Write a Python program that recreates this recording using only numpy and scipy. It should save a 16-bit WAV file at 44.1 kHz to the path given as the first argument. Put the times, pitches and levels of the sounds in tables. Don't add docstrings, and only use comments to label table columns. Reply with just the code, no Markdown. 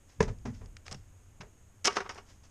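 import sys
import numpy as np
from scipy import signal
from scipy.fft import rfft, irfft, next_fast_len
from scipy.io import wavfile

SR = 44100
rng = np.random.default_rng(int(sys.argv[2]) if len(sys.argv) > 2 else 0)


def transcribe(u):
    v = np.clip(np.atleast_2d(u).T, -1, 1)
    q = np.round(v * 32767).astype(np.int16)
    wavfile.write(sys.argv[1], SR, q)


N = 110250


def amp(db):
    return 10 ** (np.asarray(db) / 20)


def unit(x):
    return x / np.sqrt(np.mean(x ** 2) + 1e-20)


def since(start_s):
    return np.maximum(np.arange(N) / SR - start_s, 0)


def white_noise():
    return rng.standard_normal(N)


def colour(x, points):
    size = 2 * next_fast_len(N // 2 + 8192)
    hz, level_db = np.transpose(points)
    bins_hz = np.fft.rfftfreq(size, 1 / SR)
    curve_db = np.interp(np.log(bins_hz + 1), np.log(hz + 1), level_db)
    gain = unit(amp(curve_db))
    cepstrum = irfft(np.log(np.maximum(gain, 1e-6)))
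    cepstrum[1:size // 2] *= 2
    cepstrum[size // 2 + 1:] = 0
    response = np.exp(rfft(cepstrum))
    return irfft(rfft(x, size) * response)[:N]


def burst(start_s, rise_s, t60_s):
    t = since(start_s)
    rise = np.minimum(t / rise_s, 1)
    fall = np.exp(-np.log(1000) * np.maximum(t - rise_s, 0) / t60_s)
    return rise * fall


def grains():
    grains_per_s, spread_db = 9000, 7
    hit = rng.random(N) < grains_per_s / SR
    sign = np.sign(white_noise())
    size = amp(spread_db * np.clip(white_noise(), -2, 2))
    return unit(hit * sign * size)


def ring(modes, start_s, rise_s):
    t = np.arange(SR // 2) / SR
    hz, level_db, t60_s = np.transpose(modes)[:, :, None]
    decay = np.exp(-np.log(1000) * t / t60_s)
    tone = (amp(level_db) * decay * np.sin(2 * np.pi * hz * t)).sum(0)
    tone *= 1 - np.exp(-t / rise_s)
    return np.pad(tone, (round(start_s * SR), N))[:N]


# pitch_hz, level_db (relative)
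UNDER_RUBBER = [(150, -12.5), (600, 0), (2000, -3.5), (3000, -5), (4200, -7.5), (5200, -2), (6500, -3),
                (7300, -10.5), (9500, -21.5), (12000, -42.5)]
# pitch_hz, level_db, t60_s
TREAD_MODES = [(167.4, 1, 0.034), (440.7, -0.5, 0.045), (469, -15, 0.075), (973, -1.5, 0.023),
               (1732, -1, 0.015), (2033, -5, 0.012), (2580, -13, 0.023)]
SLAP_S, SLAP_DB = .2048, -9.5
CRACK_DB, CRACK_T60_S = -31, 0.026


def tread_slap():
    slap = amp(SLAP_DB) * ring(TREAD_MODES, SLAP_S, rise_s=0.0023)
    crack = amp(CRACK_DB) * burst(SLAP_S, 0.0012, CRACK_T60_S) * grains()
    return slap + colour(crack, UNDER_RUBBER)


# start_s, thud_db, cavity_db, scuff_db, gravel_db, rise_s, t60_s (rise and decay of scuff and gravel)
TIRE_LANDINGS = [(0.203, -27, -27.5, -29.5, -39.5, 0.0018, 0.15),
                 (0.224, -43, -48, -47, -38.5, 0.004, 0.05),
                 (0.278, -38, -37.5, -40.5, -50.5, 0.0033, 0.11),
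                 (0.452, -31, -26.5, -39, -50.5, 0.003, 0.18), (0.604, -50, -46.5, -52.5, -70, 0.015, 0.19)]
# pitch_hz, level_db, t60_s
CASING_MODES = [(66, -14.5, 0.4), (101.05, -6, 0.62), (116, -6, 0.27), (150, -8.5, 0.12)]
# pitch_hz, level_db, t60_s
CAVITY_MODES = [(189, -11.5, 0.105), (222, -4.5, 0.24), (246.2, -6.5, 0.26)]
# pitch_hz, level_db (relative)
SHUDDER_COLOUR = [(20, -24), (60, -0.5), (120, 10), (240, 2.5), (300, -19), (600, -56.5), (4000, -120)]
# pitch_hz, level_db (relative)
SCUFF_COLOUR = [(100, -16), (310, -16.5), (410, 3), (550, -4.5), (950, -9.5), (1400, -17), (2000, -15.5),
                (3200, -31.5), (8000, -53.5), (14000, -85)]
CASING_RISE_S = 0.006
SHUDDER_DB, SHUDDER_RISE_S, SHUDDER_T60_S = -4, 0.033, 0.14


def tire_landings():
    boom, shudder, scuff, crunch = np.zeros((4, N))
    for start_s, thud_db, cavity_db, scuff_db, gravel_db, rise_s, t60_s in TIRE_LANDINGS:
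        boom += amp(thud_db) * ring(CASING_MODES, start_s, CASING_RISE_S)
        boom += amp(cavity_db) * ring(CAVITY_MODES, start_s, CASING_RISE_S)
        shudder += amp(thud_db + SHUDDER_DB) * burst(start_s, SHUDDER_RISE_S, SHUDDER_T60_S)
        press = burst(start_s, rise_s, t60_s)
        scuff += amp(scuff_db) * press
        crunch += amp(gravel_db) * press
    shudder *= unit(colour(white_noise(), SHUDDER_COLOUR))
    scuff = colour(scuff * grains(), SCUFF_COLOUR)
    crunch = colour(crunch * grains(), UNDER_RUBBER)
    return boom + shudder + scuff + crunch


# time_s, level_db
ROCKING_LEVEL = [(.15, -94), (.19, -43), (0.296, -37), (.34, -48), (.56, -47.5), (.67, -47.5), (.77, -57),
                 (0.999, -52.5), (1.15, -62.5), (2.5, -61.5)]
# pitch_hz, level_db (relative)
ROCKING_COLOUR = [(15, -8.5), (28, 2), (45, -2), (100, -5.5), (150, -16.5), (300, -26.5), (900, -53.5),
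                  (6000, -120)]


def tire_rocking():
    level_db = np.interp(since(0), *np.transpose(ROCKING_LEVEL))
    return amp(level_db) * unit(colour(white_noise(), ROCKING_COLOUR))


# start_s, level_db, rise_s, t60_s
STONE_SHIFTS = [(0.076, -64.5, 0.023, 0.46), (0.385, -60, 0.0019, 0.016), (0.529, -61.5, 0.017, 0.32),
                (0.851, -56, 0.01, 0.38), (2.246, -61, 0.058, 0.28), (2.427, -62, 0.017, 0.16)]


def stones():
    shifts = sum(amp(level_db) * burst(start_s, rise_s, t60_s)
                 for start_s, level_db, rise_s, t60_s in STONE_SHIFTS)
    return colour(shifts * grains(), UNDER_RUBBER)


# start_s, clatter_db (before CLATTER_DB), grit_db, rise_s, t60_s (of the clatter), top_hz
LADDER_BLOWS = [(0.912, -46, -47, 0.0052, 0.093, 2160), (.943, -49.5, -48.5, 0.0023, 0.047, 2000),
                (1.405, -40, -48, 0.0059, 0.062, 3260), (1.8434, -34, -26.5, 0.0077, 0.1, 5040),
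                (1.8537, -30.5, -30.5, 0.0021, 0.074, 6100), (1.863, -34.5, -25.5, 0.013, 0.018, 5000),
                (1.8765, -21, -30.5, 0.0025, 0.026, 4460), (1.897, -38, -65, 0.01, .09, 2300),
                (1.921, -42, -48, 0.0032, 0.26, 2500), (1.953, -30, -40, 0.015, 0.037, 2280),
                (1.9675, -20, -34.5, 0.00081, 0.059, 2080), (1.975, -33, -54, 0.0053, 0.17, 1900),
                (2.002, -32, -43.5, 0.0015, .075, 2380), (2.041, -43, -67, 0.023, 0.1, 1970),
                (2.0909, -36.5, -42.5, 0.0023, 0.14, 2400), (2.146, -45.5, -58.5, .014, 0.24, 1520),
                (2.176, -42.5, -57, 0.0061, 0.065, 3180)]
# pitch_hz, level_db (relative)
CLATTER_COLOUR = [(80, -19.5), (180, -6), (300, -8.5), (410, 4), (560, -4.5), (850, -2.5), (1350, 1),
                  (2300, -4), (3000, -6), (6000, -6.5), (12000, -46)]
# pitch_hz, level_db (relative)
GRIT_COLOUR = [(50, -42), (200, -11), (1500, -9.5), (2800, -7.5), (4200, -13.5), (5200, -2), (6500, -6),
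               (7200, -15.5), (9500, -25), (14000, -53)]
CLATTER_DB = -0.5


def ladder_blows():
    clatter, grit = np.zeros((2, N))
    for start_s, clatter_db, grit_db, rise_s, t60_s, top_hz in LADDER_BLOWS:
        contacts = amp(clatter_db) * burst(start_s, rise_s, t60_s) * grains()
        clatter += signal.lfilter(*signal.butter(2, top_hz, fs=SR), contacts)
        grit += amp(grit_db) * burst(start_s, rise_s, 0.82 * t60_s)
    clatter = amp(CLATTER_DB) * colour(clatter, CLATTER_COLOUR)
    return clatter + colour(grit * grains(), GRIT_COLOUR)


# start_s, level_db, top_hz (above it the modes are struck more weakly)
FRAME_STRIKES = [(1.8618, -35, 1510), (1.876, -28, 5000), (1.969, -34, 1680), (2.005, -38.5, 1500),
                 (2.055, -45.5, 1590), (2.094, -43, 2000), (2.181, -50, 3040)]
# pitch_hz, level_db
FRAME_MODES = [(408, -3), (740, -3.5), (905, -6), (948, -6), (1143, 2.5), (1276, 0.5), (1393, -4),
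               (2218, -2), (2846, -3)]
FRAME_T60_S, FRAME_DAMPING = .105, .15
FRAME_DETUNE, FRAME_SCATTER_DB = .006, 2


def ladder_frame():
    hz, mode_db = np.transpose(FRAME_MODES)
    t60_s = FRAME_T60_S * (hz[0] / hz) ** FRAME_DAMPING
    out = np.zeros(N)
    for start_s, strike_db, top_hz in FRAME_STRIKES:
        shift, scatter = rng.standard_normal((2, len(hz)))
        pitches_hz = hz * (1 + FRAME_DETUNE * shift)
        contact_loss_db = 20 * np.log10(np.hypot(1, (hz / top_hz) ** 2))
        levels_db = mode_db + FRAME_SCATTER_DB * scatter - contact_loss_db
        modes = np.transpose([pitches_hz, levels_db, t60_s])
        out += amp(strike_db) * ring(modes, start_s, rise_s=0.0016)
    return out


# start_s, level_db
HAND_BUMPS = [(0.918, -45), (0.948, -43.5), (1.402, -45), (1.854, -48.5)]
# pitch_hz, level_db, t60_s
BUMP_MODES = [(139, 3, 0.11), (179.4, -0.5, 0.13)]
# start_s, level_db, rise_s, t60_s
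GLOVE_RUBS = [(0.883, -48.5, 0.052, 0.067), (1.421, -52, 0.013, 0.15)]


def handling():
    rub = sum(amp(level_db) * burst(start_s, rise_s, t60_s)
              for start_s, level_db, rise_s, t60_s in GLOVE_RUBS)
    bumps = sum(amp(level_db) * ring(BUMP_MODES, start_s, rise_s=0.0014)
                for start_s, level_db in HAND_BUMPS)
    return colour(rub * grains(), SCUFF_COLOUR) + bumps


# start_s, level_db, low_cut_hz
JOINT_TICKS = [(0.6595, -44, 4950), (0.7681, -37.5, 1400), (0.866, -39.5, 910), (0.8813, -35, 875),
               (0.9127, -31.5, 4520), (0.921, -30.5, 4600), (0.925, -40, 2520), (0.9267, -26.5, 4640),
               (1.846, -17, 7300), (1.8556, -6, 7600), (2.147, -36.5, 6570)]
# pitch_hz, level_db (relative)
TICK_COLOUR = [(200, 13), (2200, 5.5), (4200, -2), (5300, 4.5), (6600, -4.5), (8000, -5.5), (10000, -21.5),
               (14000, -41.5)]
SNAP_DB, CHATTER_DB, TICK_RISE_S, TICK_T60_S = 14.5, -4, 0.0003, 0.017


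def ticks():
    out = np.zeros(N)
    for start_s, level_db, low_cut_hz in JOINT_TICKS:
        snap = amp(SNAP_DB) * signal.unit_impulse(N, round(start_s * SR))
        chatter = amp(CHATTER_DB) * burst(start_s, TICK_RISE_S, TICK_T60_S) * grains()
        high_pass = signal.butter(2, low_cut_hz, "high", fs=SR)
        out += signal.lfilter(*high_pass, amp(level_db) * (snap + chatter))
    return colour(out, TICK_COLOUR)


YARD_DB, YARD_DELAY_S, YARD_T60_S = -20, 0.012, 0.29


def yard_reflections(near):
    tail = (white_noise() * burst(YARD_DELAY_S, 0.0019, YARD_T60_S))[:SR // 2]
    tail /= np.linalg.norm(tail)
    return amp(YARD_DB) * signal.fftconvolve(near, tail)[:N]


# (per Hz, relative)
RUMBLE_COLOUR = [(20, -8.5), (58, -12.5), (90, 1), (150, -21), (220, -19), (500, -26.5), (2900, -36.5),
                 (4300, -45), (6700, -38), (9000, -47), (14000, -47)]
# pitch_hz, level_db (relative)
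HISS_COLOUR = [(4500, -36.5), (6000, -20.5), (6500, 1), (7100, -8), (9000, -12.5), (14000, -32)]
RUMBLE_DB, HISS_DB = -58.5, -72.5


def background():
    rumble = amp(RUMBLE_DB) * unit(colour(white_noise(), RUMBLE_COLOUR))
    return rumble + amp(HISS_DB) * colour(white_noise(), HISS_COLOUR)


def scene():
    tire = tread_slap() + tire_landings() + tire_rocking()
    ladder = ladder_blows() + ladder_frame() + handling()
    near = tire + stones() + ladder + ticks()
    return (near + yard_reflections(near) + background())[None]


def record(dry):
    top_hz = 14300
    low_pass = signal.ellip(10, .1, 80, top_hz, fs=SR, output="sos")
    return signal.sosfilt(low_pass, dry)


dry = scene()
out = record(dry)
transcribe(out)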